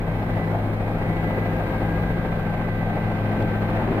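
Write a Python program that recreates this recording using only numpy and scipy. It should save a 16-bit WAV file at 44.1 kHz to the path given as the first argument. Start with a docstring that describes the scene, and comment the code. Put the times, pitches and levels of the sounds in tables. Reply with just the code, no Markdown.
"""A helicopter's main rotor throbs, heard from inside the cabin in flight.
The tail rotor and drive shaft drone, gears whine and the turbine sings over a roar of air that
pulses with the blades. The whines swell and fade as the listener moves through standing waves,
the loud and quiet spots made by echoes in the cabin. Near the end, something ticks once."""
import sys
import numpy as np
from scipy import signal
from scipy.fft import rfft, irfft
from scipy.io import wavfile
from scipy.ndimage import uniform_filter1d

SR = 44100
rng = np.random.default_rng(int(sys.argv[2]) if len(sys.argv) > 2 else 0)


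def log_audio(samples):
    """Write samples as a 16-bit WAV file to the path given in sys.argv[1]."""
    # one column per channel
    frames = np.atleast_2d(samples).T
    # limit to full scale, then quantise
    limited = np.clip(frames, -1, 1)
    pcm = np.round(limited * 32767).astype(np.int16)
    wavfile.write(sys.argv[1], SR, pcm)


N = 176400


def amp(db):
    """Turns decibels into a gain to multiply by."""
    return 10 ** (np.asarray(db) / 20)


def unit(x):
    """Scales a signal to an average strength (rms) of 1."""
    return x / np.sqrt(np.mean(abs(x) ** 2) + 1e-20)


def over_hz(points, hz):
    """Reads a table at the given frequencies, on a log scale."""
    f, value = np.transpose(points)
    return np.interp(np.log(hz + 1), np.log(f + 1), value)


def over_time(points):
    """Turns each column after the time column into one value per sample."""
    times, *columns = np.transpose(points)
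    return np.array([np.interp(np.arange(N) / SR, times, c) for c in columns])


def drift(rate_hz):
    """Smooth random wandering, up to about the given rate."""
    hz = np.fft.rfftfreq(2 * N, 1 / SR)
    return unit(irfft(rfft(rng.standard_normal(2 * N)) / (1 + (hz / rate_hz) ** 4))[:N])


def shimmer(width_hz):
    """A random wobble in level and phase that blurs a tone to the given width."""
    knots = np.arange(0, N + 32, 32)
    noise = rng.standard_normal((len(knots), 2)) @ [1, 1j]
    hz = np.fft.fftfreq(len(knots), 32 / SR)
    smooth = np.fft.ifft(np.fft.fft(noise) / (1 + (2 * hz / width_hz) ** 2))
    return unit(np.interp(np.arange(N), knots, smooth))


def rotation(hz, clock):
    """A turning part: a point that circles in step with the clock, from a random start."""
    return np.exp(2j * np.pi * (hz * clock + rng.random()))


def drone(harmonics, hz, clock, gain_db, waver, waver_hz, left_db):
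    """A spinning part hums at whole multiples of its pitch (harmonics), each wavering a little."""
    tone = sum(amp(db) * rotation(round(k) * hz, clock) * (1 + waver * shimmer(waver_hz))
               for k, db in harmonics)
    return np.sqrt(2) * amp(gain_db) * tone.real * amp([[left_db / 2], [-left_db / 2]])


BLADE_HZ = 13.85  # blades passing per second
# The throb as the listener moves: t/s, then level/dB of harmonics 2, 3 and 4
ROTOR_THROB = [(0, -55, -32, -42), (.45, -47, -39, -38), (.95, -32, -39, -43), (1.4, -52, -37, -33),
               (2.1, -33.5, -40, -32.5), (2.8, -33.5, -45, -46), (4, -39, -39, -40)]


def main_rotor(clock):
    """The big blades beat the air into a deep throb; harmonic 8 keeps one level setting."""
    harmonics = zip((2, 3, 4, 8), [*over_time(ROTOR_THROB), -44.5])
    return drone(harmonics, BLADE_HZ, clock, gain_db=-0.64, waver=0.2, waver_hz=10, left_db=2)


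# The tail rotor's tones: harmonic number, level/dB
TAIL_HARMONICS = [(1, -47), (2, -31), (3, -44.5), (5, -46), (6, -45.5), (7, -49.5)]
# The shaft's octave grows as the listener turns: t/s, level/dB
SHAFT_OCTAVE_LEVEL = [(1.6, -38), (3.2, -33)]
# Both drones rise and fall as the listener moves: t/s, tail gain/dB, shaft gain/dB
DRONE_GAINS = [(0, -0.5, -4), (.28, -1, 0.5), (.45, 1.5, -1.5), (.66, -8, 2.5), (1, -.5, -2),
               (1.38, 0.5, 1), (1.53, 4.5, 0), (1.75, -7.5, 0.5), (1.93, 2.5, -1), (2.45, 0, -3),
               (2.85, 0, -.5), (3.35, -3, 2), (3.7, -1, 1.5), (4, -10, 1)]


def tail_rotor_and_shaft(clock, tail_hz=83.32, shaft_hz=105.28):
    """The tail rotor and the drive shaft spin fast, each with its own low drone."""
    tail_db, shaft_db = over_time(DRONE_GAINS)
    tail = drone(TAIL_HARMONICS, tail_hz, clock, tail_db, waver=0.22, waver_hz=6.2, left_db=2.5)
    shaft_harmonics = [(1, -29), (2, over_time(SHAFT_OCTAVE_LEVEL)[0])]
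    shaft = drone(shaft_harmonics, shaft_hz, clock, shaft_db, waver=0.062, waver_hz=5.6, left_db=2.5)
    return tail + shaft


# Slow swells of the roar: t/s, body level/dB, treble level/dB, hiss level/dB
SLOW_SWELLS = [(0, -2.5, -1.5, -1.6), (.4, 0, 0.5, .3), (.8, 0, -1.5, 0), (1.3, 1, 2, 1),
               (1.8, 1.5, 1.8, 1.4), (2.65, -1.3, 1.5, -1.3), (3.2, 0, 2.9, 0), (4, 3, 4, -.2)]
# Where body, treble and hiss sit: f/Hz
SWELL_BANDS = [600, 2400, 9000]
# Brief surges of the roar: peak t/s, length/s, centre f/Hz, rise/dB
BRIEF_SURGES = [(0.385, 0.047, 695, 4), (0.555, 0.047, 730, 6.5), (0.662, .08, 300, 4),
                (1.276, 0.23, 310, 3.5), (1.61, 0.06, 686, 3.5), (2.943, 0.19, 600, 3.5),
                (3.422, 0.1, 350, 2), (3.818, 0.13, 874, 3), (3.921, 0.14, 260, 7.5)]


def roar_swell(hz, t, surge_octaves=0.91, rumble_hz=110):
    """How many dB the roar rises or falls at each pitch and time; the low rumble hardly swells."""
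    times, *levels = np.transpose(SLOW_SWELLS)
    swell_db = 0
    for band, level in zip(np.eye(len(SWELL_BANDS)), levels):
        share = np.interp(np.log(hz + 1), np.log(SWELL_BANDS), band)
        swell_db += np.outer(share, np.interp(t, times, level - level.mean()))
    for peak_s, length_s, centre_hz, rise_db in BRIEF_SURGES:
        spread = np.exp(-(np.log2((hz + 1) / centre_hz) / surge_octaves) ** 2)
        swell_db += rise_db * np.outer(spread, np.exp(-(2 * (t - peak_s) / length_s) ** 2))
    return (hz ** 2 / (hz ** 2 + rumble_hz ** 2))[:, None] * swell_db


# The tone colour of the roar of air and engine: f/Hz, relative level/dB
ROAR_COLOUR = [(10, -16), (25, 0), (50, -0.5), (68, -26), (90, -3), (130, 3.5), (165, 0.5), (320, -1),
               (440, -6), (600, -4.5), (790, -4.5), (1000, -12), (1250, -13), (1500, -16), (2100, -16.5),
               (2450, -21), (3100, -28.5), (3900, -31.5), (5200, -42.5)]
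# The thin hiss above it: f/Hz, relative level/dB
HISS_COLOUR = [(7000, -47.5), (9500, -48.4), (11000, -47), (13000, -44.7), (13900, -46.8), (15200, -49)]
# How alike left and right sound: f/Hz, likeness from 0 to 1
STEREO_LIKENESS = [(120, .998), (270, .95), (740, 0.89), (1220, 0.24), (2000, 0.09), (3300, 0.37),
                   (5500, .5), (7500, 0.4), (10000, .42), (14000, 0.85)]
# How far the left wave runs ahead of the right: f/Hz, lead/radians
LEFT_LEAD = [(20, 0), (1000, .05), (1500, -.3), (2400, -3), (6500, -2.9), (8200, -1.1), (9300, -.4),
             (15000, 0)]
# How much louder the left side is: f/Hz, left minus right level/dB
LEFT_BALANCE = [(100, 2.2), (800, 1.5), (1300, 1.5), (2100, -1), (2900, 0.5), (3600, 3), (4800, 3.5),
                (6500, .5), (12000, 0)]


def rushing_air(patchy_db=0.48):
    """Swirling air makes noise, built here on a grid of pitches and moments."""
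    hz = np.fft.rfftfreq(2048, 1 / SR)
    t = np.arange(N // 512 + 5) * 512 / SR
    a, b, c, d, patches = rng.standard_normal((len(t), len(hz), 5)).T
    left, unrelated = a + 1j * b, c + 1j * d
    likeness = np.clip(over_hz(STEREO_LIKENESS, hz), 0, 1)[:, None]
    right = likeness * left + np.sqrt(1 - likeness ** 2) * unrelated
    right *= np.exp(-1j * over_hz(LEFT_LEAD, hz))[:, None]
    balance = amp(over_hz(LEFT_BALANCE, hz) / 2)[:, None]
    patches = unit(uniform_filter1d(uniform_filter1d(patches, size=18, axis=0), size=6, axis=1))
    level_db = over_hz(ROAR_COLOUR + HISS_COLOUR, hz)[:, None] + roar_swell(hz, t)
    level_db += patchy_db * patches / (1 + hz[:, None] / 9000)  # random louder and softer spots
    grid = np.array([left * balance, right / balance]) * amp(level_db)
    return unit(signal.istft(grid, nperseg=2048, noverlap=1536)[1][:, :N])


def roar(clock, level_db=-27, flutter_db=0.78, flutter_hz=39.8):
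    """The rushing air flutters and pulses with the blades; its rumble and hiss pulse less."""
    air = rushing_air()
    rumble = signal.sosfiltfilt(signal.butter(2, 50, fs=SR, output="sos"), air)
    hiss = air - signal.sosfiltfilt(signal.butter(2, 3000, fs=SR, output="sos"), air)
    blade = rotation(BLADE_HZ, clock)
    chop = 1 + (0.12 * blade + 0.089 * blade ** 2 + 0.059 * blade ** 4).real
    pulsing = chop * amp(flutter_db * drift(flutter_hz)) - 1
    return amp(level_db) * (air + pulsing * (air - rumble - 0.43 * hiss))


def whine(hz, db, clock, echo, blur_hz, lead=0):
    """A steady tone plus wavering cabin echoes that differ between left and right."""
    direct = np.exp(1j * lead * np.array([[1], [0]]))
    echoes = echo * np.array([shimmer(blur_hz), shimmer(blur_hz)])
    paths = (direct + echoes) / np.sqrt(1 + echo ** 2)
    return np.sqrt(2) * amp(db) * (rotation(hz, clock) * paths).real


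# The lowest gear whine: t/s, left level/dB, right level/dB
MESH_LEVELS = [(0, -39, -49), (.5, -41, -54), (.8, -38, -42.5), (1.7, -34, -36.5), (2.1, -42, -42),
               (2.8, -49, -40.5), (3.3, -42, -37.5), (4, -45, -41)]
# Its third harmonic: t/s, left level/dB, right level/dB
THIRD_LEVELS = [(0, -66, -42.5), (.8, -74, -49.5), (1.4, -49, -45), (1.7, -43, -48), (2.1, -44, -47.5),
                (2.6, -46.5, -40), (3.1, -48, -42.5), (3.55, -40, -41), (4, -52, -51)]
# The bevel (cone-shaped) gear: t/s, left level/dB, right level/dB
BEVEL_LEVELS = [(0, -49, -49), (.7, -51, -45.5), (1.2, -41.5, -54), (1.6, -42.5, -55), (2, -40, -41),
                (2.6, -58, -48.5), (3, -48, -63), (4, -66, -64)]
# The pinion (small gear): t/s, left level/dB, right level/dB
PINION_LEVELS = [(0, -57, -53), (.47, -49, -40), (.58, -61, -58), (.93, -62, -53), (1.03, -46, -44.5),
                 (1.45, -52, -37), (1.62, -60, -49), (1.88, -47, -47), (2.1, -56, -44.5), (2.62, -61, -48),
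                 (2.71, -44, -40.5), (3.55, -48, -52)]
# Turning swings the two tones near 1.6 kHz between the sides: t/s, left lead/radians
GEAR_SWING = [(1.3, -2), (2, 0.07)]
# Faint whines of gears and accessories: f/Hz, level/dB
FAINT_WHINES = [(825, -46.5), (1037.5, -52), (2444.5, -56), (2588, -63)]
# One accessory's whine drops away as the listener turns: t/s, level/dB
ACCESSORY_LEVEL = [(1.8, -49), (2, -59)]


def gearbox(clock, mesh_hz=518.75, bevel_hz=1619, pinion_hz=2000.3, accessory_hz=2208):
    """Gear teeth meet (mesh) so fast that they sing: four loud whines and several faint ones."""
    swing = over_time(GEAR_SWING)[0]
    gears = whine(mesh_hz, over_time(MESH_LEVELS), clock, echo=0.27, blur_hz=11)
    gears += whine(3 * mesh_hz, over_time(THIRD_LEVELS), clock, echo=0.2, blur_hz=20, lead=swing)
    gears += whine(bevel_hz, over_time(BEVEL_LEVELS), clock, echo=0.68, blur_hz=28, lead=swing)
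    gears += whine(pinion_hz, over_time(PINION_LEVELS), clock, echo=0.42, blur_hz=30, lead=-1.82)
    for hz, db in FAINT_WHINES + [(accessory_hz, over_time(ACCESSORY_LEVEL))]:
        gears += whine(hz, db, clock, echo=0.82, blur_hz=9.6, lead=over_hz(LEFT_LEAD, hz))
    return gears


# The turbine's tones: harmonic number, level/dB
TURBINE_HARMONICS = [(1, -67.5), (2, -80.5), (3, -84)]


def turbine(hz=3174):
    """The turbine spins at a steady speed and sings one high note."""
    t = np.arange(N) / SR
    return sum(whine(round(k) * hz, db, t, echo=0.54, blur_hz=6.1, lead=-0.76)
               for k, db in TURBINE_HARMONICS)


# The compressor's pitch follows the demand for power: t/s, f/Hz
WHISTLE_PITCH = [(0, 14500), (.55, 14635), (1, 14610), (1.7, 14480), (2.1, 14450), (2.8, 14310),
                 (3.3, 14420), (3.75, 14490), (4, 14420)]
# Its whistle swells and fades: t/s, gain/dB
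WHISTLE_GAIN = [(0, -4), (.7, 0), (1.1, -4), (1.3, 6), (1.7, 3), (2.9, 1), (3.6, 3), (4, -2)]
# Two thin whines locked to it: fraction of the whistle's pitch
THIN_RATIOS = [.2775, .3522]
# Their strength before the fade: level/dB
THIN_LEVELS = [-71.5, -77]
# Their shared fade: t/s, gain/dB
THIN_FADE = [(.4, -0.5), (1.2, -4)]


def compressor(core_db=-72, fuzz_db=-75, wide_fuzz_db=-73):
    """The engine's air compressor spins out two thin whines and a very high, fuzzy whistle."""
    cycles = np.cumsum(over_time(WHISTLE_PITCH)[0]) / SR
    whines = sum(whine(ratio, db + over_time(THIN_FADE), cycles, echo=0.55, blur_hz=8.9)
                 for ratio, db in zip(THIN_RATIOS, THIN_LEVELS))
    fuzz = np.array([amp(fuzz_db) * shimmer(80) + amp(wide_fuzz_db) * shimmer(300) for _ in range(3)])
    each_side, shared = fuzz[:2], fuzz[2]
    whistle = (np.exp(2j * np.pi * cycles) * (amp(core_db) + 0.7 * each_side + shared)).real
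    return whines + amp(over_time(WHISTLE_GAIN)) * whistle


def tick(start_s=3.424, level_db=-40, decay_s=0.004, hz=2100):
    """Something in the cabin ticks once: a short, dull burst of noise."""
    age = np.arange(N) / SR - start_s
    band = signal.butter(2, [hz / 2, hz * 1.7], "band", fs=SR, output="sos")
    burst = unit(signal.sosfilt(band, rng.standard_normal((2, N))))
    return amp(level_db) * burst * (age > 0) * np.exp(-abs(age) / decay_s)


# The rotor runs a little fast or slow: t/s, change from normal speed/%
ROTOR_SPEED = [(0, -0.12), (.6, -0.18), (1.2, -0.072), (1.7, 0.0053), (2.3, 0.062), (3, -0.0057),
               (3.4, -0.024), (4, 0.042)]


def scene():
    """Rotors, shaft, gears and the roar's pulsing share one clock; the engine keeps its own time."""
    clock = np.cumsum(1 + over_time(ROTOR_SPEED)[0] / 100) / SR
    geared = main_rotor(clock) + tail_rotor_and_shaft(clock) + roar(clock) + gearbox(clock)
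    return geared + turbine() + compressor() + tick()


def record(dry, cutoff_hz=15250):
    """Cuts away the very highest treble."""
    lowpass = signal.firwin(511, cutoff_hz, window=("kaiser", 9), fs=SR)
    return signal.oaconvolve(dry, lowpass[None], "same")


dry = scene()
out = record(dry)
log_audio(out)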